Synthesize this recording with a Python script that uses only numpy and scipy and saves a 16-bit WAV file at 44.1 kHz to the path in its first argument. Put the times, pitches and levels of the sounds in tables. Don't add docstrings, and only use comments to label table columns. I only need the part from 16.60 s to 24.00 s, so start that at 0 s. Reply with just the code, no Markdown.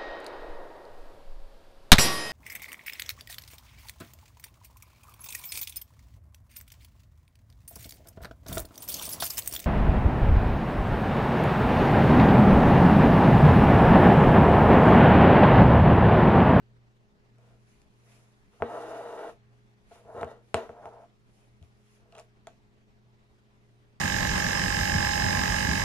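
import sys
import numpy as np
from scipy import signal
from scipy.fft import rfft, irfft, next_fast_len
from scipy.io import wavfile
from scipy.ndimage import uniform_filter1d

SR = 44100
rng = np.random.default_rng(int(sys.argv[2]) if len(sys.argv) > 2 else 0)


def transcribe(u):
    v = np.clip(np.atleast_2d(u).T, -1, 1)
    q = np.round(v * 32767).astype(np.int16)
    wavfile.write(sys.argv[1], SR, q)


def linear_from_db(decibels):
    return 10 ** (np.asarray(decibels, float) / 20)


N = 326340
TIME = np.arange(N) / SR


def evened(x):
    return x / np.sqrt(np.mean(x ** 2) + 1e-20)


def read(points, hz):
    f, value = np.transpose(points)
    return np.interp(np.log(hz + 1), np.log(f + 1), value)


def ring(modes):
    t = TIME[:8192]
    tap = np.zeros(len(t))
    for hz, width_hz, db in modes:
        decay = np.exp(-np.pi * width_hz * t)
        tap += linear_from_db(db) * width_hz * decay * np.cos(2 * np.pi * hz * t)
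    b, a = signal.butter(2, modes[0][0] * 2 / 3, "high", fs=SR)
    tap = signal.lfilter(b, a, tap)
    return tap / np.linalg.norm(tap)


def strike(force, modes, soft_hz, swell_s=0):
    soft = signal.butter(2, min(soft_hz, 20000), fs=SR, output="sos")
    tap = ring(modes)
    if swell_s:
        tap = tap * (1 - np.exp(-(TIME[:len(tap)] / swell_s) ** 2))
    tap = signal.sosfilt(np.vstack([soft, soft]), tap)
    tap /= np.linalg.norm(tap)
    return signal.oaconvolve(force, tap)[:N], abs(tap).max()


def slips(per_s, spread_db):
    size = linear_from_db(spread_db * np.minimum(rng.exponential(1, N), 5))
    size = size * rng.choice([-1., 1.], N)
    return evened(size * (rng.random(N) < per_s / SR))


def noise(spectrum, likeness, patchy_db, flicker_db):
    frames, hz = N // 256 + 5, np.fft.rfftfreq(1024, 1 / SR)
    a, b, c, d, patches = rng.standard_normal((frames, 513, 5)).T
    patches = uniform_filter1d(patches, size=12, axis=0)
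    patches = evened(uniform_filter1d(patches, size=12, axis=1))
    flicker = evened(uniform_filter1d(rng.standard_normal(frames), size=3))
    same = np.clip(likeness(hz), -1, 1)[:, None]
    left = a + 1j * b
    right = same * left + np.sqrt(1 - same ** 2) * (c + 1j * d)
    level_db = read(spectrum, hz)[:, None] + patchy_db * patches + flicker_db * flicker
    z = np.array([left, right]) * linear_from_db(level_db)
    return signal.istft(z, nperseg=1024, noverlap=768)[1][:, :N]


# (start [s], end [s], rub at start [dB], rub at end [dB], tautness [dB])
THREAD_PULLS = [ (0.774, 0.953, -72.5, -68, 6), (1.426, 1.608, -74, -70.5, 9),
                (1.928, 1.967, -67, -71.5, 12), (1.995, 2.006, -59, -42.5, -26),
                (2.04, 2.073, -48, -46.5, 9.5), (2.077, 2.182, -40.5, -37, 0),
                (2.185, 2.567, -40, -42.5, 2), (2.575, 2.695, -40.5, -41.5, 3.5),
                (3.314, 3.322, -50.5, -55, -13), (3.354, 3.436, -56.5, -67.5, 6),
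                (3.448, 3.503, -60.5, -46, -7), (3.507, 3.54, -50.5, -47, -8),
                (3.55, 3.615, -43.5, -34, -2.5), (3.643, 3.671, -50.5, -53, 4),
                (3.67, 3.72, -46, -49.5, 5.5), (3.73, 3.824, -53.5, -70, 5),
                (3.965, 4.067, -33.5, -52.5, 5), (4.104, 4.204, -57, -49, -16),
                (4.221, 4.274, -48, -42, -15), (4.277, 4.31, -55, -52, -16),
                (4.313, 4.436, -48.5, -56, -17), (5.374, 5.49, -77, -69, 3), (5.534, 5.594, -59, -55.5, 0)]
# (frequency [Hz], width [Hz], level [dB])
UPPER_MODES = [(540, 44, -29), (667.5, 57, 6.5), (675.3, 44, 4), (715, 53, -8), (824, 79, 1), (902, 39, -3),
               (1012, 50, -17.5)]
DEEP_MODES = [(338, 40, -13), (400, 24, -11), (464, 42, 8)]
HIGH_MODES = [(1099.5, 18, 1.5), (1195, 68, 2), (1287, 98, 7), (1386, 60, 2), (1460, 36, -11),
              (1558, 27, -0.5)]
EDGE_MODES = [(1810, 60, -17), (1945, 64, 3.5), (2170, 80, -13), (2290, 36, -3), (2840, 210, -5.5),
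              (3170, 340, -13.5), (3640, 195, -5.5)]
# (upper [dB], deep [dB], high [dB], edge [dB])
DRAG_SHIFT_DB = [0, -2, 4, -8]


def thread():
    grip_db_per_s, slack_db_per_s = 2503, 601.5
    group_db = np.array([0, -3, -10.5, -20.5])
    group_per_taut = np.array([0, 0.14, 0.4, 1.1])
    drag_start_s, drag_end_s = 4.11, 4.47
    levels = np.zeros((4, N))
    for start, end, start_db, end_db, taut_db in THREAD_PULLS:
        on = slice(round((start - .05) * SR), round((end + .15) * SR))
        t = TIME[on]
        rub_db = np.interp(t, [start, end], [start_db, end_db])
        rub_db -= grip_db_per_s * np.maximum(start - t, 0)
        rub_db -= slack_db_per_s * np.maximum(t - end, 0)
        stroke_db = group_db + group_per_taut * taut_db
        levels[:, on] = np.maximum(levels[:, on], linear_from_db(rub_db + stroke_db[:, None]))
    tight = (TIME > drag_start_s) & (TIME < drag_end_s)
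    levels = levels * linear_from_db(np.outer(DRAG_SHIFT_DB, tight))

    shared = slips(per_s=1300, spread_db=2.5)
    groups = ((UPPER_MODES, 1500), (DEEP_MODES, 700), (HIGH_MODES, 1900), (EDGE_MODES, 4500))
    out = np.zeros(N)
    for level, (modes, soft_hz) in zip(levels, groups):
        force = evened(0.95 * shared + slips(per_s=4000, spread_db=0.5))
        out += strike(force * level, modes, soft_hz)[0]
    return out


# (time [s], peak [dB], deep modes [dB], scratch [dB], hoop thump [dB])
NEEDLE_POPS = [(0.782, -54, -12, -67, -76), (2.009, -52, -4, -73, -44), (2.0206, -17.5, 1.5, -60, -46),
               (3.32, -44, -16, -72, -64), (3.451, -55.5, 12, -80, -61), (3.543, -42.5, 12.5, -72, -56),
               (3.576, -53, -24, -59, -50), (3.6107, -29, -13, -51, -48), (3.6296, -21, -4, -69, -45),
               (3.644, -43, 1.5, -53, -47), (3.942, -16, -1, -27.5, -36.5), (4.0915, -31, 0, -70, -55),
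               (4.2545, -30, -10, -57, -56), (5.012, -62, -6, -76, -47.5),
               (5.025, -51.5, -14.5, -61.5, -59)]
# (time [s], peak [dB], dull tick [dB], bright tick [dB])
FIBRE_SNAGS = [(1.216, -68, -64, -56.5), (2.097, -33.5, -66, -60), (2.121, -37, -70, -72),
               (2.475, -36, -69, -74), (2.499, -33, -70, -70), (4.158, -43, -84, -81),
               (4.434, -41, -78, -83), (5.5225, -44, -55.5, -66), (5.549, -39, -56, -62),
               (5.552, -63, -51.5, -62), (5.5643, -44, -58, -60), (5.5753, -38, -63, -68),
               (5.5807, -35.5, -52, -48), (5.5875, -54, -52, -52), (5.595, -39, -51, -46.5),
               (5.5995, -60, -52, -59), (5.869, -32, -46.5, -43.5)]
# (frequency [Hz], width [Hz], level [dB]); first, the cloth kicks the air
AIR_KICK = [(560, 650, 10.5), (2600, 2500, -21)]
LOWEST_MODES = [(233.6, 8.7, -2), (290, 40, -7.5)]
HOOP_MODES = [(85, 17, 13), (92.7, 22, 1.5), (123, 30, -6)]
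FIBRE_CLICK = [(2080, 6600, -10), (7000, 6000, -12)]
DULL_TICK = [(2670, 600, 3), (3300, 2100, -2.5), (3900, 900, -2.5)]
STEEL_SNAP = [(5600, 1500, -4), (7200, 1400, 0), (9400, 1400, 1), (11300, 1500, -15)]


def needle():
    dull_db = 0.5
    snag_deep_db, snag_thump_db = -15, -43
    click_db = 9.5
    rows = []
    for s, db, deep, scratch, thump in NEEDLE_POPS:
        rows.append((s, db, deep, scratch + dull_db, scratch, thump))
    for s, db, tick, snap in FIBRE_SNAGS:
        rows.append((s, db, snag_deep_db, tick, snap, db + snag_thump_db))
    s, peak, deep, tick, snap, thump = np.transpose(rows)
    silent = np.full(len(NEEDLE_POPS), -140.)
    click = np.append(silent, click_db + np.transpose(FIBRE_SNAGS)[2])
    hard = peak + 0.59 * (peak + 12)

    # (level [dB], modes, softness [Hz], swell [s], gritty scratch)
    parts = (
        (hard + 8.5, AIR_KICK, 2400, 0, False),
        (peak - 6, UPPER_MODES, 1500, .0046, False),
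        (peak - 17, HIGH_MODES, 2000, .0035, False),
        (click, FIBRE_CLICK, 10500, 0, False),
        (peak + deep - 4, LOWEST_MODES + DEEP_MODES, 900, .0042, False),
        (thump + 5, HOOP_MODES, 200, 0, False),
        (tick + 6, DULL_TICK, 5000, 0, True),
        (snap + 6, STEEL_SNAP, 9800, 0, True))
    at = np.round((s + .0015) * SR).astype(int)
    scratch = np.exp(-TIME[:400] / 0.00095)
    grit = 0.54 * rng.standard_normal(N)
    out = np.zeros(N)
    for db, modes, soft_hz, swell_s, gritty in parts:
        force = np.zeros(N)
        np.add.at(force, at, linear_from_db(db))
        if gritty:
            force = grit * signal.oaconvolve(force, scratch)[:N]
        sound, top = strike(force, modes, soft_hz, swell_s)
        out += sound / top
    return out


# (start [s], top [s], end [s], fine rustle [dB], coarse against fine [dB])
BRUSHES = [ (0.736, 0.855, 1.45, -83, 5.5), (1.04, 1.098, 1.41, -76.5, 3), (1.377, 1.524, 1.81, -70.5, 2),
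           (1.8, 1.954, 2.36, -87, 10), (2.854, 2.97, 3.23, -86.5, 7), (3.252, 3.343, 3.47, -69.5, 5.5),
           (3.477, 3.63, 3.66, -66, -11), (3.63, 3.707, 3.77, -72, -8), (3.753, 3.9, 4, -80, 2.5),
           (3.954, 3.969, 4.115, -66, 12.5), (4.13, 4.257, 4.44, -77, 7), (4.317, 4.42, 4.51, -82.5, 8),
           (4.566, 4.788, 5.04, -78.5, 2), (5.001, 5.04, 5.14, -79, 2), (5.066, 5.36, 5.45, -76, 3.5),
           (5.5, 5.6, 5.68, -74, 8.5), (5.87, 5.885, 6.07, -83.5, 12.5), (6.6, 6.71, 7.1, -90, 5),
           (6.817, 7.04, 8.1, -90, 7)]
# (frequency [Hz], level [dB per Hz])
FINE_SPECTRUM = [(2940, -15.5), (5000, -4.5), (6930, -2), (8350, -7), (9310, 0.5), (10700, -0.5),
                 (12600, -11), (13700, -25.5), (14800, -38)]
# (frequency [Hz], level [dB per Hz])
COARSE_SPECTRUM = [(500, -9.5), (1200, -7), (2500, -0.5), (4500, -12), (6500, -11.5), (9000, -22)]


def rustle():
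    swell_db = 17.5
    slide_s = (2.15, 2.71)
    rise_db_per_s, stop_db_per_s = 84, 359
    edge_db = rise_db_per_s * np.maximum(slide_s[0] - TIME, 0)
    edge_db += stop_db_per_s * np.maximum(TIME - slide_s[1], 0)
    fine = linear_from_db(np.interp(TIME, slide_s, (-66.5, -70)) - edge_db)
    coarse = fine * linear_from_db(np.interp(TIME, slide_s, (3.5, 4)))
    for start, top, end, fine_db, coarse_db in BRUSHES:
        on = slice(round((start - .2) * SR), round((end + .2) * SR))
        before = (top - TIME[on]) / max(top - start, 1e-3)
        after = (TIME[on] - top) / max(end - top, 1e-3)
        away = np.maximum(before, after)
        swell = linear_from_db(fine_db - swell_db * away) * signal.windows.tukey(len(away), .2)
        fine[on] = np.hypot(fine[on], swell)
        coarse[on] = np.hypot(coarse[on], linear_from_db(coarse_db) * swell)

    grain = 17.0 + uniform_filter1d(abs(slips(per_s=300, spread_db=-3.5)), size=90)
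    skin = noise(FINE_SPECTRUM, lambda hz: -.25 + 0 * hz, patchy_db=1.0, flicker_db=1.2)
    cloth = noise(COARSE_SPECTRUM, lambda hz: 0.035 + 0 * hz, patchy_db=1.8, flicker_db=-1.3)
    return linear_from_db(8.5) * fine * evened(grain * skin) + linear_from_db(3.5) * coarse * evened(grain * cloth)


# (frequency [Hz], phase by which left leads [rad])
PORT_LEAD = [(200, 0), (1500, 0.75), (2700, 1.27), (5000, 1.9), (15000, 0.86)]
# (frequency [Hz], left against right [dB])
PORT_LEVELS = [(60, 4.5), (500, 1.5), (1500, -1), (3000, 1), (7000, -0.5), (12000, 1)]


def ports(x):
    size = next_fast_len(N)
    hz = np.fft.rfftfreq(size, 1 / SR)
    left = linear_from_db(read(PORT_LEVELS, hz) / 2) * np.exp(.5j * read(PORT_LEAD, hz))
    return irfft(rfft(x, size) * np.array([left, 1 / left]), size)[:, :N]


# (delay [s], left [dB], right [dB])
FIRST_ECHOES = [
    (.0009, -36.5, -25.5),
    (.0034, -19.5, -23),
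]


def echoes(x):
    taps = np.zeros((2, 512))
    taps[:, 0] = 1
    for s, *db in FIRST_ECHOES:
        taps[:, round(s * SR)] = linear_from_db(np.array(db))
    return signal.oaconvolve(x, taps, axes=1)[:, :N]


# (frequency [Hz], time to fall by 60 dB [s])
ROOM_DECAY = [(100, 0.12), (500, 0.21), (2000, 0.11), (6000, 0.14), (14000, 0.11)]


def room(x):
    taps = np.zeros((2, SR // 2))
    starts = np.arange(60, SR // 2 - 20, 20)
    at = starts + rng.integers(0, 20, (2, len(starts)))
    np.put_along_axis(taps, at, rng.choice([-1., 1.], at.shape), 1)
    hz, t, z = signal.stft(taps, SR, nperseg=256)
    build_up = 1 - np.exp(-t / 0.0042)
    decay = linear_from_db(-60 * t / read(ROOM_DECAY, hz)[:, None])
    tail = signal.istft(z * build_up * decay, SR, nperseg=256)[1]
    low = signal.butter(2, 900, fs=SR, output="sos")
    tail[1] += 0.67 * signal.sosfiltfilt(low, tail[0] - tail[1])
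    return signal.fftconvolve(x[None], tail / np.linalg.norm(tail[0]), axes=1)[:, :N]


# (frequency [Hz], level [dB], waver [Hz])
MOTOR_TONES = [(118.56, -66, .05), (211.05, -71.5, .05), (355.3, -81, .79), (414.5, -76.5, .79)]
TONE_TRIM_DB = [0.2, 0.2, 0.2, 0.2]
# (time [s], level [dB])
MAINS_BUZZ = [
    (0, -1.5),
    (3.2, 0),
    (4.5, -10),
    (7.4, -13),
]


def hum():
    beat_hz, beat_top_s = 1.44, .87
    buzz = linear_from_db(np.interp(TIME, *np.transpose(MAINS_BUZZ)))
    buzz = buzz * np.exp(2j * np.pi * beat_hz * (TIME - beat_top_s))
    out = np.zeros((2, N))
    for k, (hz, db, waver_hz) in enumerate(MOTOR_TONES):
        waver = uniform_filter1d(rng.standard_normal((2, N)), size=4000)
        waver = evened(uniform_filter1d(waver, size=4000))
        level = linear_from_db(db + TONE_TRIM_DB[k] + 1.2 * waver[1])
        if k == 0:
            level = level * (1 + buzz)
        turn = 2 * np.pi * (np.cumsum(hz + waver_hz * waver[0]) / SR + rng.random())
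        lead = 0.33 * rng.standard_normal()
        out += np.sqrt(2) * (level * np.exp(1j * (turn + np.array([[lead], [-lead]])))).imag
    return out


# (frequency [Hz], level [dB per Hz])
ROOM_RUMBLE = [(15, -19), (30, 13), (60, 13.5), (100, -1.5), (160, 5.5), (300, 0)]
# (frequency [Hz], level [dB per Hz])
MIC_HISS = [(460, -4), (653, -4.5), (1030, -7), (1390, -9), (1810, -9.5), (6070, -19.5), (15000, -31)]
# (frequency [Hz], correlation [-1 to 1])
AIR_LIKENESS = [(60, -0.017), (180, 0.7), (550, 0.37), (1650, -0.45), (4970, 0.31), (15000, -0.01)]


def air():
    x = noise(ROOM_RUMBLE + MIC_HISS, lambda hz: read(AIR_LIKENESS, hz), patchy_db=1.5, flicker_db=1.0)
    high = signal.butter(4, 500, "high", fs=SR, output="sos")
    above = signal.sosfilt(high, x.mean(0))
    return linear_from_db(-73) * x / above.std()


def scene():
    rub, pops = thread(), needle()
    near = ports(rub) + echoes(ports(pops))
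    far = room(linear_from_db(-8) * rub + linear_from_db(-9.5) * pops)
    return near + far + rustle() + hum() + air()


def top_cut(x):
    return signal.sosfilt(signal.butter(12, 15680, fs=SR, output="sos"), x)


def record(dry):
    hz = [0, 11000, 12500, 14000, 15200, 15900, SR / 2]
    fade_db = [-0.5, -7.0, -7.5, -4.5, -7.5, -88, -90]
    capsule = signal.firwin2(255, hz, linear_from_db(fade_db), fs=SR)
    mix = signal.oaconvolve(dry, capsule[None], "same")
    return top_cut(mix)


dry = scene()
out = record(dry)
transcribe(out)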